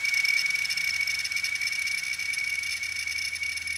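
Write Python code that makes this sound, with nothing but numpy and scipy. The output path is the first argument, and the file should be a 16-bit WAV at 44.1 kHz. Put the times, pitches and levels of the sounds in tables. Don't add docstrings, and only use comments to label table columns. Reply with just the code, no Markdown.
import sys
import numpy as np
from scipy import signal
from scipy.fft import rfft, irfft
from scipy.io import wavfile

SR = 44100
rng = np.random.default_rng(int(sys.argv[2]) if len(sys.argv) > 2 else 0)


def waveform_to_disk(signal):
    frames = np.transpose(np.atleast_2d(signal))
    scaled = np.clip(frames, -1, 1) * 32767
    samples = np.round(scaled).astype(np.int16)
    wavfile.write(sys.argv[1], SR, samples)


N = 166257
T = np.arange(N) / SR

# time_s, low_line_db, upper_line_db
HUM_LEVELS = [(0, -70, -71), (.5, -64, -65.5), (.9, -58.5, -63.5), (2.1, -63.5, -69.5), (2.75, -58, -75),
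              (3.77, -54.5, -75)]
# frequency_hz, relative_db
AIR_SPECTRUM = [(25, -43), (65, -2), (190, -4), (420, -10.5), (1200, -1), (1480, 9.5), (3200, 3.5),
                (8000, -3.5), (15500, -21.5)]
# pitch_hz, relative_db
BODY_MODES = [(1840, 1.5), (1985, 2.5), (2330, 12), (2800, 6), (3615, 0.5), (4220, -7.5), (4380, 0.5),
              (4575, -6), (5130, 1), (5360, 9), (5950, 2.5), (6210, 2.5), (8620, -12), (9600, -6)]
# pitch_hz, width_hz, gain_db, drift_db_per_s
GLINT_MODES = [(10550, 140, -21.5, 1.67), (11860, 410, -24, -2), (14300, 400, -35.5, -6)]
# peak_time_s, level_db
ARM_PINGS = [(0.178, -23.5), (0.255, -24), (0.287, -21.5), (0.394, -19), (0.417, -25.5), (0.657, -20.5),
             (0.716, -19.5), (0.778, -22), (0.909, -22.1), (1.032, -25.5), (1.078, -23.5), (1.109, -29),
             (1.151, -22), (1.192, -27), (1.254, -25), (1.452, -35), (1.671, -22.5), (1.984, -29),
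             (2.133, -25), (2.725, -28), (3.123, -33), (3.19, -24), (3.253, -27.4), (3.368, -26.5),
             (3.531, -29.5), (3.575, -26.5), (3.68, -27.7)]
# start_s, length_s, relative_crest_db
ARM_SEEKS = [(0.0497, 0.0087, -18.0), (0.0834, 0.015, -19), (0.1391, 0.0109, -17.5),
             (0.1708, 0.0125, -16.5), (0.1988, 0.011, -16), (0.2486, 0.0095, -15), (0.2846, 0.0083, -18.5),
             (0.304, 0.0071, -16), (0.337, 0.0075, -17.5), (0.366, 0.057, -15.5), (0.4584, 0.01, -18),
             (0.5032, 0.0087, -18.5), (0.551, 0.014, -18), (0.588, 0.0075, -22), (0.6196, 0.0094, -19.5),
             (0.6444, 0.016, -22), (0.6978, 0.0395, -21.5), (0.7724, 0.014, -22), (0.8066, 0.0133, -20.5),
             (0.8414, 0.0093, -21), (0.873, 0.0084, -20.5), (0.8908, 0.014, -20.5), (0.938, 0.0096, -22.5),
             (0.9608, 0.011, -21.0), (1.008, 0.0076, -18.5), (1.03, 0.0063, -19), (1.074, 0.007, -23),
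             (1.0963, 0.0239, -19), (1.1404, 0.017, -21.5), (1.188, 0.011, -25), (1.2023, 0.0142, -22.5),
             (1.245, 0.026, -24.5), (1.319, 0.0066, -21.0), (1.3638, 0.025, -19.5), (1.396, 0.0074, -24.5),
             (1.4413, 0.032, -19.5), (1.4892, 0.0081, -22.5), (1.5246, 0.0028, -22), (1.5517, 0.015, -21.5),
             (1.6145, 0.0077, -22), (1.632, 0.012, -21.5), (1.6566, 0.0028, -20.5), (1.6684, 0.023, -24),
             (1.7224, 0.016, -22.5), (1.752, 0.014, -25.5), (1.792, 0.0068, -21), (1.8182, 0.011, -22),
             (1.855, 0.0025, -22.5), (1.8668, 0.023, -22.4), (1.912, 0.0126, -22.5),
             (1.9449, 0.0083, -20.5), (1.9735, 0.03, -22.5), (2.034, 0.0072, -24), (2.05, 0.0075, -33),
             (2.0663, 0.0078, -22), (2.082, 0.0053, -26.4), (2.0996, 0.0044, -24.5), (2.1147, 0.0039, -20),
             (2.1284, 0.024, -26.5), (2.193, 0.012, -24.3), (2.212, 0.0033, -25), (2.224, 0.0098, -25.0),
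             (2.254, 0.011, -25), (2.289, 0.0022, -23), (2.3021, 0.0039, -20), (2.329, 0.0244, -23.5),
             (2.3805, 0.011, -20.5), (2.3997, 0.004, -25.5), (2.4117, 0.0028, -21), (2.44, 0.0106, -23),
             (2.475, 0.0065, -21), (2.494, 0.0116, -25), (2.5263, 0.0051, -21.5), (2.539, 0.0089, -21),
             (2.554, 0.0053, -26.5), (2.5875, 0.0082, -20), (2.628, 0.0154, -25), (2.6606, 0.017, -24.5),
             (2.6924, 0.0087, -23.5), (2.7075, 0.036, -27), (2.756, 0.0026, -25), (2.765, 0.018, -35),
             (2.829, 0.02, -24), (2.856, 0.015, -25), (2.89, 0.0091, -24.7), (2.921, 0.0088, -25.5),
             (2.9585, 0.014, -26.5), (2.989, 0.015, -25), (3.0095, 0.009, -26), (3.026, 0.012, -26.5),
             (3.0733, 0.01, -22), (3.096, 0.0036, -25), (3.1094, 0.025, -23.5), (3.1597, 0.0062, -23),
             (3.18, 0.018, -25.5), (3.215, 0.015, -24.5), (3.2414, 0.025, -26), (3.276, 0.0166, -23.8),
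             (3.3347, 0.0058, -24), (3.3483, 0.025, -24.9), (3.43, 0.011, -21.5), (3.46, 0.008, -22.4),
             (3.4929, 0.0081, -23), (3.5173, 0.018, -25.5), (3.5657, 0.018, -24.5), (3.6177, 0.011, -26.5),
             (3.671, 0.0081, -25), (3.704, 0.0091, -22.5), (3.725, 0.011, -25), (3.7546, 0.011, -26.5)]


def amp(db):
    return 10 ** (np.asarray(db) / 20)


def unit(x):
    return x / np.sqrt(np.mean(x ** 2) + 1e-20)


def lowpass(x, corner_hz):
    hz = np.fft.rfftfreq(N, 1 / SR)
    return irfft(rfft(x) / (1 + (hz / corner_hz) ** 4), N)


def wander(rate_hz):
    return unit(lowpass(rng.standard_normal(N), rate_hz))


def spindle_hum():
    times, low_db, upper_db = np.transpose(HUM_LEVELS)
    lines = [(81.5, np.interp(T, times, low_db)), (165.3, np.interp(T, times, upper_db)), (102, -68.5)]
    hum = np.zeros(N)
    for pitch_hz, rms_db in lines:
        hz = pitch_hz + 0.88 * wander(rate_hz=7.4)
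        hum += np.sqrt(2) * amp(rms_db) * np.sin(2 * np.pi * np.cumsum(hz) / SR)
    return hum


def platter_air():
    gain_db, treble_db_per_s = -40.5, -2
    hz = np.fft.rfftfreq(N, 1 / SR)
    curve_hz, curve_db = np.transpose(AIR_SPECTRUM)
    eq = amp(np.interp(np.log(hz + 1), np.log(curve_hz), curve_db))
    air = unit(irfft(rfft(rng.standard_normal(N)) * eq, N))
    lows = lowpass(air, corner_hz=390)
    return amp(gain_db) * (lows + (air - lows) * amp(treble_db_per_s * T))


def ring(x, hz, width_hz):
    t = T[:SR // 20]
    mode = np.exp(-np.pi * width_hz * t) * np.sin(2 * np.pi * hz * t)
    return signal.oaconvolve(x, mode / np.linalg.norm(mode))[:N]


def arm_and_frame(force, q=17.1):
    hz = abs(np.fft.fftfreq(2048, 1 / SR))
    power = sum(amp(db) ** 2 / (1 + (2 * q * (hz / pitch_hz - 1)) ** 2) ** 2
                for pitch_hz, db in BODY_MODES)
    response = np.exp(signal.hilbert(np.log(power) / 2).conj())
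    taps = np.fft.ifft(response).real
    return signal.oaconvolve(force, taps / np.linalg.norm(taps))[:N]


def coil_force():
    attack_s, release_s, brake_s = 0.00031, 0.0026, 0.0036
    seek_db_per_s, tracking_db_per_s = -1.5844, -0.25
    effort = amp(-43.5 + tracking_db_per_s * T)
    for start, length, _ in ARM_SEEKS:
        near = abs(T - start) < 0.1
        t = T[near] - start
        attack = np.clip(t / attack_s, 0, 1)
        release = np.exp(-np.maximum(t - length + brake_s, 0) / release_s)
        effort[near] += amp(-26.5 + seek_db_per_s * start + rng.standard_normal()) * attack * release
    grit = unit(rng.standard_normal(N) * amp(2.5 * wander(rate_hz=2100)))
    return grit * effort


def seek_rasp():
    snap_band_hz, snap_db_per_s = (3625, 10512.5), -1
    force = coil_force()
    glints = sum(amp(db + drift * T + 4 * wander(rate_hz=42)) * ring(force, hz, width)
                 for hz, width, db, drift in GLINT_MODES)
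    snap = signal.lfilter(*signal.butter(2, snap_band_hz, "bandpass", fs=SR), force)
    return amp(-2.5) * arm_and_frame(force) + glints + amp(-13.5 + snap_db_per_s * T) * snap


def arm_pings():
    pitch_hz, spread_hz, flare_s = 5313, 19, 0.0026
    pings = np.zeros(N)
    for peak_s, db in ARM_PINGS:
        hz = rng.normal(pitch_hz, spread_hz)
        flare = np.exp(-np.minimum(((T - peak_s) / flare_s) ** 2 / 2, 20))
        pings += amp(db) * flare * np.sin(2 * np.pi * hz * T)
    return pings


def whistle_envelope(choke_s):
    hold_s, deepest_db, depth_db_per_s, swell_db_per_s = 0.00248, 13.5, 2595, 605
    start, length, crest_db = np.transpose(ARM_SEEKS)
    depth_luck, swell_luck = rng.standard_normal((len(start), 2)).T
    ducked_db = crest_db - np.minimum(depth_db_per_s * length, deepest_db) + 0.5 * depth_luck
    gap_s = np.diff(start, append=start[-1] + 2 * choke_s) - hold_s
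    fall_s = np.minimum(choke_s, gap_s / 2)
    swell_rate = swell_db_per_s * np.exp(0.32 * swell_luck)
    climb_s = np.clip((np.roll(crest_db, -1) - ducked_db) / swell_rate, gap_s / 10, gap_s - fall_s)
    hold_end = start + hold_s
    times = np.column_stack([start, hold_end, hold_end + fall_s, hold_end + gap_s - climb_s]).ravel()
    levels_db = np.column_stack([crest_db, crest_db, ducked_db, ducked_db]).ravel()
    lead_in_db = np.clip((start[0] - T) * swell_db_per_s, 0, deepest_db)
    return np.interp(T, times, levels_db) - lead_in_db


def servo_whistle():
    pitch_hz, pull_hz, choke_s, trim_db = 2239.6, 50.22, 0.005, -0.5
    envelope_db = whistle_envelope(choke_s)
    choking = sum((T > start) & (T < start + min(length, choke_s)) for start, length, _ in ARM_SEEKS)
    waver_hz = 6.66 * wander(rate_hz=129) + 8.38 * wander(rate_hz=13.6)
    hz = pitch_hz + pull_hz * choking + waver_hz
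    flutter_db = 0.5 * wander(rate_hz=170)
    return amp(trim_db + envelope_db + flutter_db) * np.sin(2 * np.pi * np.cumsum(hz) / SR)


def scene():
    hollow = signal.iirnotch(2170, Q=9.9, fs=SR)
    noise = signal.lfilter(*hollow, seek_rasp() + platter_air())
    return (noise + arm_pings() + servo_whistle() + spindle_hum())[None]


def record(dry):
    high_cut = signal.firwin(511, cutoff=15700, window=("kaiser", 9), fs=SR)
    return signal.oaconvolve(dry, high_cut[None], "same")


dry = scene()
out = record(dry)
waveform_to_disk(out)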